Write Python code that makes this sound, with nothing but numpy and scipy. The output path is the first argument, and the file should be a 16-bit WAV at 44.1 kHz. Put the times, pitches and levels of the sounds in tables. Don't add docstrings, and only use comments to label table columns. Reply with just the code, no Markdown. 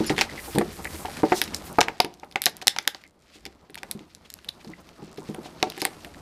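import sys
import numpy as np
from scipy import signal
from scipy.fft import rfft, irfft, next_fast_len
from scipy.io import wavfile
from scipy.ndimage import map_coordinates

SR = 44100
rng = np.random.default_rng(int(sys.argv[2]) if len(sys.argv) > 2 else 0)


def pcm_store(signal):
    levels = np.round(np.clip(np.atleast_2d(signal), -1, 1) * 32767)
    wavfile.write(sys.argv[1], SR, levels.astype(np.int16).T)


N = 273861


def amp(db):
    return 10 ** (np.asarray(db) / 20)


def unit(x):
    return x / np.sqrt(np.mean(x ** 2) + 1e-20)


def along(points, hz):
    f, v = np.transpose(points)
    return np.interp(np.log(hz + 1), np.log(f + 1), v)


def wobble(rate):
    points = rng.standard_normal(int(N * rate / SR) + 4)
    return map_coordinates(points, [np.arange(N) * rate / SR])


def filtered(x, response):
    size = next_fast_len(x.shape[-1] + 8192)
    spectrum = rfft(x, size) * response(np.fft.rfftfreq(size, 1 / SR))
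    return irfft(spectrum, size)[..., :x.shape[-1]]


def resonance(f, hz, width):
    return 1j * f * width / (hz * hz - f * f + 1j * f * width)


def add(track, s, sound):
    part = track[max(round(s * SR), 0):][:len(sound)]
    part += sound[:len(part)]


def held_random(most, count, hold, scale_db):
    boost_db = scale_db * np.minimum(rng.exponential(1, count // hold + 1), most)
    return amp(boost_db).repeat(hold)[:count]


def rub(spectrum, lumps_db, grit_db):
    grit = held_random(4, N, 40, grit_db)
    noise = filtered(grit * rng.standard_normal(N), lambda f: amp(along(spectrum, f)))
    pressure = amp(lumps_db * wobble(35))
    return unit(noise * pressure)


# time in seconds, box rumble in dB,
# card scrape in dB, cloth brush in dB, deep rumble of the table in dB.
HAND_ROWS = [(0.0, -43.5, -39, -55, -51), (0.12, -37, -44, -48, -49), (0.28, -41.5, -46, -57, -48.5),
             (0.66, -46, -50, -55.5, -49), (0.85, -43.5, -49, -49, -48), (1.0, -42.5, -47, -52.5, -46),
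             (1.3, -40, -45.5, -54, -55), (1.52, -43, -49.5, -56, -50), (1.7, -44, -48, -52, -52),
             (1.9, -44, -54.5, -68, -59), (2.09, -69, -60, -76.5, -65), (2.3, -54, -70.5, -71, -64),
             (2.58, -53.5, -57, -75, -68), (2.78, -60, -65, -66.5, -70.5), (3.02, -61, -57.5, -73.5, -69),
             (3.11, -63, -79, -85, -70.5), (3.3, -64, -61.5, -77, -67.5), (3.43, -60, -61, -78, -61),
             (3.72, -60.5, -71.5, -84, -65), (3.87, -50.5, -60.5, -71.5, -63.5),
             (4.15, -61, -65, -74.5, -63.5), (4.45, -55, -63.5, -70, -62), (4.95, -53.5, -61.5, -72, -61.5),
             (5.12, -48.5, -58, -79, -65), (5.3, -45, -57.5, -65, -61), (5.65, -49.5, -54, -67.5, -60),
             (5.8, -51.5, -47.5, -61.5, -66), (6.06, -47.5, -57, -62, -59), (6.21, -52.5, -55.5, -67, -53)]


def hand_levels():
    s, *columns = np.transpose(HAND_ROWS)
    return [np.interp(np.arange(N) / SR, s, column) for column in columns]


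# pitch in Hz, relative strength in dB per Hz.
AIR_TONE = [(25, -9.5), (150, -3), (350, 3.5), (700, -5), (1400, -18.5), (4600, -22), (6000, -29.5),
            (16000, -46.5)]
# pitch in Hz, relative strength in dB per Hz.
DEEP_TONE = [(15, -25), (30, -8.5), (58, 5.5), (90, 5.5), (140, -41)]


def background():
    air = amp(-65) * rub(AIR_TONE, lumps_db=0, grit_db=0)
    deep_db = hand_levels()[3]
    return air + amp(deep_db) * rub(DEEP_TONE, lumps_db=0, grit_db=0)


# pitch in Hz, time to fade by 60 dB in seconds.
ROOM_FADE = [(200, 0.62), (1000, 0.34), (3000, 0.17), (8000, 0.14), (15000, 0.09)]


def room(x):
    out, size = np.zeros(N), SR // 3
    for start in range(0, N, size):
        hz, t, noise = signal.stft(rng.standard_normal(size), SR, nperseg=256)
        fading = noise * amp(-60 * t / along(ROOM_FADE, hz)[:, None])
        tail = signal.istft(fading, SR, nperseg=256)[1]
        echo = signal.fftconvolve(x[start:start + size], tail / np.linalg.norm(tail))
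        add(out, start / SR + 0.012, amp(-21.5) * echo)
    return out


# pitch in Hz, relative strength in dB per Hz.
RUMBLE_TONE = [(90, -14.5), (160, -1.5), (300, -5.5), (450, -9), (800, -10), (1300, -15), (2500, -44.5)]
# pitch in Hz, relative strength in dB per Hz.
SCRAPE_TONE = [(600, -30.5), (1200, -3), (2100, -3.5), (3400, -5.5), (4700, -5), (6000, -9.5), (10000, -28)]
# pitch in Hz, relative strength in dB per Hz.
CLOTH_TONE = [(3000, -19), (6000, -4.5), (8000, -1), (11000, -2), (13000, -4.5), (15000, -22.5),
              (16500, -20)]


def handling():
    rumble_db, scrape_db, brush_db, _ = hand_levels()
    rumble = amp(rumble_db) * rub(RUMBLE_TONE, lumps_db=3.5, grit_db=2.0)
    scrape = amp(scrape_db) * rub(SCRAPE_TONE, lumps_db=2.9, grit_db=2.5)
    brush = amp(brush_db) * rub(CLOTH_TONE, lumps_db=2.1, grit_db=2.5)
    return rumble + scrape + brush


# pitch in Hz, width in Hz, relative strength in dB.
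WINDOW_MODES = [(1780, 1100, 3), (3870, 930, -8.5), (4900, 1600, -6), (7430, 2700, -0.5)]


def sheet(f):
    return sum(amp(db) * resonance(f, hz, width) for hz, width, db in WINDOW_MODES)


def through_window(ticks, hz):
    coloured = filtered(ticks, lambda f: sheet(f) * resonance(f, hz, 1.6 * hz) ** 2)
    return coloured * ticks.max() / np.abs(coloured).max()


CRACKLE_PER_S = 90
CRACKLE_DB, CRACKLE_SPREAD_DB = 8.5, 4


def crackle():
    when, size = rng.random((900, 2)).T
    times = np.cumsum(-np.log(1 - when)) / CRACKLE_PER_S
    at = np.round(times[times < (N - 1) / SR] * SR).astype(int)
    extra_db = -CRACKLE_SPREAD_DB * np.log(1 - .95 * size[:len(at)])
    scrape_db = hand_levels()[1]
    ticks = np.zeros(N)
    ticks[at] = amp(scrape_db[at] + CRACKLE_DB + extra_db)
    return through_window(ticks, hz=2820)


# start in seconds, end in seconds,
# average ticks a second, middle tick level in dB before the window colours it.
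PEEL_RUNS = [(3.055, 3.12, 92, -45), (3.18, 3.231, 90, -51.5), (3.299, 3.426, 70, -49),
             (3.776, 3.792, 170, -44), (4.302, 4.33, 120, -38), (4.62, 4.72, 72, -47),
             (5.01, 5.09, 88, -43), (5.1, 5.17, 60, -39), (5.185, 5.29, 104, -39)]


def peels():
    ticks = np.zeros(N)
    for start, end, rate, db in PEEL_RUNS:
        pace, strength = rng.standard_normal((40, 2)).T
        times = start + np.cumsum(1 + 0.18 * pace) / rate
        inside = times < end
        ticks[np.round(times[inside] * SR).astype(int)] = amp(db + 3.5 * strength[inside])
    return through_window(ticks, hz=5460)


# loudest moment in seconds, length of the rise (and of the equal fall) in seconds, # level
# in dB, pitch in Hz.
SQUEAK_ROWS = [(.084, .05, -34.5, 5100), (0.296, .014, -38, 1950), (0.317, .011, -42, 2070),
               (.38, .012, -36, 2000), (0.394, .015, -35, 2040), (0.859, .011, -34, 1830),
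               (0.874, .012, -33, 2050), (3.058, .026, -51, 2030), (4.49, .007, -20, 3900),
               (4.739, .012, -42.5, 2020)]
# loudest
# moment in seconds, length of the rise (and of the equal fall) in seconds, level in dB, middle pitch in Hz.
SCUFF_ROWS = [(0.195, 0.05, -30, 2380), (0.48, 0.29, -44, 9900), (0.73, 0.025, -47, 11000),
              (0.973, 0.3, -45.5, 9250), (1.376, 0.086, -32, 5000), (1.542, 0.021, -37, 1850),
              (1.667, 0.072, -46, 11000), (2.623, 0.018, -37.5, 3460), (3.353, 0.068, -51.5, 3200),
              (3.464, 0.011, -39.5, 3020), (3.785, 0.02, -41.5, 2390), (4.257, 0.025, -50, 2370),
              (4.611, 0.032, -51, 2380), (4.81, 0.025, -60, 9040), (5.3, 0.02, -55, 7000),
              (5.46, 0.048, -45.5, 3100), (5.806, 0.026, -37.5, 3960)]
SQUEAK_SPREAD, SCUFF_SPREAD = .2, 1.3


def scuffs_and_strokes():
    out = np.zeros(N)
    for rows, spread in ((SQUEAK_ROWS, SQUEAK_SPREAD), (SCUFF_ROWS, SCUFF_SPREAD)):
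        for s, length, db, hz in rows:
            t = np.arange(-length, length, 1 / SR)
            swell = np.exp(-8 * (t / length) ** 2)
            noise = filtered(rng.standard_normal(SR), lambda f: resonance(f, hz, spread * hz) ** 2)
            add(out, s - length, amp(db) * swell * unit(noise)[:len(t)])
    return out


# pitch in Hz, relative level in dB,
# time to fade by 60 dB in seconds.
BLADE_MODES = [(3000, -23, .04), (7070, -1, 0.068), (9970, -1, 0.085), (11400, 0, .03), (12700, -4.5, .04)]
CHINK_S = .062


def chink():
    out, t = np.zeros(N), np.arange(SR // 8) / SR
    ring = sum(amp(db - 60 * t / t60) * np.sin(2 * np.pi * hz * t) for hz, db, t60 in BLADE_MODES)
    rattle = amp(3 * rng.standard_normal(len(t) // 100 + 1)).repeat(100)[:len(t)]
    onset = 1 - np.exp(-t / 0.0066)
    add(out, CHINK_S, amp(-24.5) * ring * rattle * onset)
    return out


# pitch in Hz, relative level in dB, time to fade by 60 dB
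# in seconds before the hand damps it. Pitch, level and fade are varied for each blow.
BOX_MODES = [(163, -8.5, .3), (216.1, -1.5, 0.15), (308.4, -2, 0.13), (353.2, -7.5, 0.26),
             (393.4, -3, 0.13), (453.4, -5.5, 0.15), (579, -7, 0.15), (642, -12.5, 0.16), (767, 4.5, 0.097),
             (858, 1.5, 0.12), (909, 4.5, 0.025), (1170.5, -1.5, 0.08), (1370, -4.5, 0.14),
             (1549, 0.5, 0.053), (1830, -8, .04), (2150, 0.5, 0.068), (2780, -17.5, .025)]
# start in seconds, peak level in dB, struck pitch in Hz.
THUD_ROWS = [(0.005, -12, 291), (0.102, -10.5, 337), (0.18, -18, 415), (0.211, -16.5, 590),
             (0.337, -32, 347), (0.479, -28, 437), (0.549, -21.5, 287), (0.558, -14.5, 334),
             (0.579, -10, 342), (0.609, -15, 430), (0.795, -34, 340), (0.85, -29, 520), (0.946, -31.5, 327),
             (1.05, -21.5, 530), (1.083, -28, 503), (1.233, -6.5, 380), (1.32, -6, 500), (1.415, -26, 467),
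             (1.477, -33.5, 261), (1.785, -0.5, 542), (1.813, -6.5, 790), (1.882, -20.5, 560),
             (2.001, -9, 646), (2.045, -20, 385), (2.231, -29, 550), (2.357, -16.5, 593), (2.464, -19, 560),
             (2.476, -27, 470), (2.622, -31, 545), (2.67, -19.5, 576), (2.764, -23.5, 805),
             (2.784, -29, 520), (2.874, -24.5, 614), (2.947, -35.5, 606), (3.357, -42, 334),
             (3.46, -32, 383), (3.698, -39, 340), (3.771, -38, 650), (3.832, -31.5, 560),
             (3.951, -30.5, 244), (4.006, -37.5, 280), (4.646, -36, 423), (4.67, -35, 217),
             (4.694, -33.5, 299), (5.025, -31, 270), (5.077, -41, 327), (5.182, -26.5, 320),
             (5.291, -23, 254), (5.344, -31.5, 457), (5.383, -27, 318), (5.457, -31.5, 497),
             (5.627, -11.5, 510), (5.67, -24.5, 377), (5.776, -29, 415), (5.821, -20, 440),
             (5.853, -19.5, 644), (5.87, -28.5, 490), (6.066, -37, 420)]
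FREE_BELOW_HZ, DAMPS_PER_OCTAVE = 488, 1.2


def thuds():
    out, t = np.zeros(N), np.arange(SR // 4) / SR
    hz, mode_db, t60 = np.transpose(BOX_MODES)[..., None]
    for s, db, struck_hz in THUD_ROWS:
        freedom = .85 - DAMPS_PER_OCTAVE * max(np.log2(struck_hz / FREE_BELOW_HZ), 0)
        level_chance, pitch_chance = rng.standard_normal((2, len(BOX_MODES), 1))
        octaves = np.log2(hz / struck_hz)
        near_db = np.where(octaves > 0, -4500 / struck_hz * octaves, 10 * octaves)
        strength = amp(mode_db + near_db + 2.17 * level_chance)
        fade = amp(-60 * t / (t60 * np.clip(freedom, .2, 1)))
        fade = fade + 1.31 * amp(-60 * t / 0.033)
        tones = np.sin(2 * np.pi * hz * (1 + 0.034 * pitch_chance) * t)
        onset = 1 - np.exp(-t * struck_hz * 1.27)
        knock = (strength * fade * tones).sum(0) * onset
        add(out, s, amp(db) * knock / np.abs(knock).max())
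    return out


# start in seconds, peak of the snap's body in dB, centre pitch in Hz,
# treble in dB against the body, settling crackle in dB against the body's peak.
SNAP_ROWS = [(0.0962, -12, 2560, -28, -9), (0.1647, -24, 2770, -10, -12), (0.1804, -9, 2480, -7.5, -19),
             (0.1897, -8.5, 2170, -20, -24), (0.2112, -3, 3300, -13.5, -14),
             (0.2159, -7.5, 1950, -20, -14.5), (0.5516, -23.5, 3570, 1.5, -12.5),
             (0.5849, -10.5, 2300, -0.5, -19), (0.6123, -18, 1720, -22, -15), (0.8458, -22, 3330, 0, -19),
             (0.8536, -18, 1870, -22, -30), (1.0561, -23.5, 2300, -8, -15), (1.0983, -31, 2090, -13, -16),
             (1.17, -22.5, 2260, -2.5, -12.5), (1.2338, -27, 1540, -22, -10),
             (1.321, -11.5, 1600, -24, -9.5), (1.4163, -3.5, 3000, -1.5, -20), (1.439, -18, 4260, -2, -15),
             (1.4779, -24, 3480, -16, -19), (1.5457, -11, 5130, -16, -19), (1.563, -24.5, 5230, -12, -13),
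             (1.7286, -40, 4160, 13, -27), (1.7872, -11.5, 2030, -12, -37),
             (1.8071, -4.5, 3260, -38, -15.5), (1.8124, 1, 2940, -8.5, -36),
             (1.8293, -17.5, 2880, -22, -12), (1.8838, -9.5, 2200, -20, -20), (2.0025, 7, 3460, -12, -33.5),
             (2.0471, -16, 2880, -6, -22), (2.14, -33, 4700, -11, -25), (2.1981, -35, 4480, -15, -38),
             (2.234, -31.5, 1670, -26, -17), (2.2465, -41, 3660, -2, -26), (2.3129, -35, 3210, -6, -19),
             (2.3242, -30, 3250, -7, -24), (2.3583, -9, 2160, -22, -20.5), (2.4188, -7.5, 3870, 0.5, -26),
             (2.439, -14, 3790, 0, -20), (2.458, 5.5, 4700, -4.5, -30), (2.4648, -3, 2750, -17, -21),
             (2.4959, -26, 3630, -2, -16), (2.5681, -29.5, 5170, 6, -28), (2.6156, -25, 2900, -22, -14),
             (2.6712, 1, 4770, -10, -26), (2.68, 7, 3850, -14, -38), (2.7631, -18, 2770, -31, -21),
             (2.7864, -4.5, 2570, -9, -25.5), (2.827, -38, 5000, -5.5, -25), (2.8517, -34, 2300, -24, -22),
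             (2.8763, 2.5, 3500, -7, -34), (2.9472, -21.5, 3220, -15, -22),
             (3.0381, -33, 2764, -12.5, -21.5), (3.4536, -22, 3610, -8.5, -21.5),
             (3.4634, -27.5, 2720, -22.5, -24), (3.698, -38.5, 2320, -29, -17), (3.7043, -44, 3600, 3, -23),
             (3.7445, -24.5, 3500, -5.5, -20.5), (3.755, -22.5, 2900, -4, -31),
             (3.7767, -25, 3650, -12, -36), (3.832, -21.5, 2300, -6, -26), (3.9124, -12.5, 4400, 1, -25),
             (3.9922, -34.5, 2880, -24.5, -19), (4.149, -26, 4050, -4.5, -24), (4.302, -24, 4160, -5, -29),
             (4.3395, -21.5, 5300, -5, -40), (4.3887, -34.5, 2100, -36, -24),
             (4.4459, -31.5, 2940, -5, -16), (4.489, -23, 3870, -1.5, -20),
             (4.6464, -32.5, 3750, -9, -16.5), (4.6752, -39, 4020, -12, -12),
             (4.8902, -34.5, 3880, -14, -23), (5.174, -37, 3130, -7, -3), (5.3465, -27.5, 2770, 0, -27),
             (5.6274, -3, 3000, -30, -28.5), (5.7006, -18.5, 3800, -6, -24), (5.721, -25.5, 2220, -11, -24),
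             (5.778, -25, 2180, -5, -15), (5.8177, -9, 4100, -6.5, -19.5), (5.847, -21, 4000, -7, -28),
             (5.8519, -4, 3000, -1.5, -24), (5.8723, -29, 2390, -17, -25), (6.0473, -24, 2310, -8.5, -17),
             (6.1454, -37, 2310, -22, -19)]
FLIP_T60_S, DULL_S_PER_DB = .002, .0001


def snaps():
    out, t = np.zeros(N), np.arange(SR // 8) / SR
    for s, db, hz, treble_db, settle_db in SNAP_ROWS:
        flip, settle = rng.standard_normal((2, len(t)))
        settle = settle * held_random(3, len(t), 50, 3)
        flip_t60 = np.clip(FLIP_T60_S - DULL_S_PER_DB * treble_db, .0005, .03)
        flip = flip * amp(-60 * t / flip_t60) * (1 - np.exp(-t / 0.0005))
        both = np.array([flip, settle])
        body, dull = filtered(both, lambda f: (0.35 + sheet(f)) * resonance(f, hz, 1.157 * hz) ** 2)
        edge, bright = filtered(both, lambda f: resonance(f, 8610, 4800) ** 2)

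        snap = body / np.abs(body).max() + amp(treble_db) * edge / np.abs(edge).max()
        add(out, s, amp(db) * snap)
        dull = unit(dull) * amp(-60 * t / 0.074)
        bright = unit(bright) * amp(treble_db - 4.0 - 60 * t / 0.069)
        add(out, s, amp(db + settle_db) * (dull + bright) * (1 - np.exp(-t / 0.0013)))
    return out


def scene():
    hits = snaps() + thuds() + scuffs_and_strokes() + chink() + peels() + crackle()
    return (hits + room(hits) + handling() + background())[None]


EDGE_HZ, TOP_HZ = 14950, 16350


def record(dry):
    clipped = dry / (1 + np.abs(dry / .93) ** 8) ** (1 / 8)

    def fall(f, hz):
        return np.clip((f - hz) / 300, 0, 1)

    return filtered(clipped, lambda f: amp(-22 * fall(f, EDGE_HZ)) * (1 - fall(f, TOP_HZ - 300)))


dry = scene()
out = record(dry)
pcm_store(out)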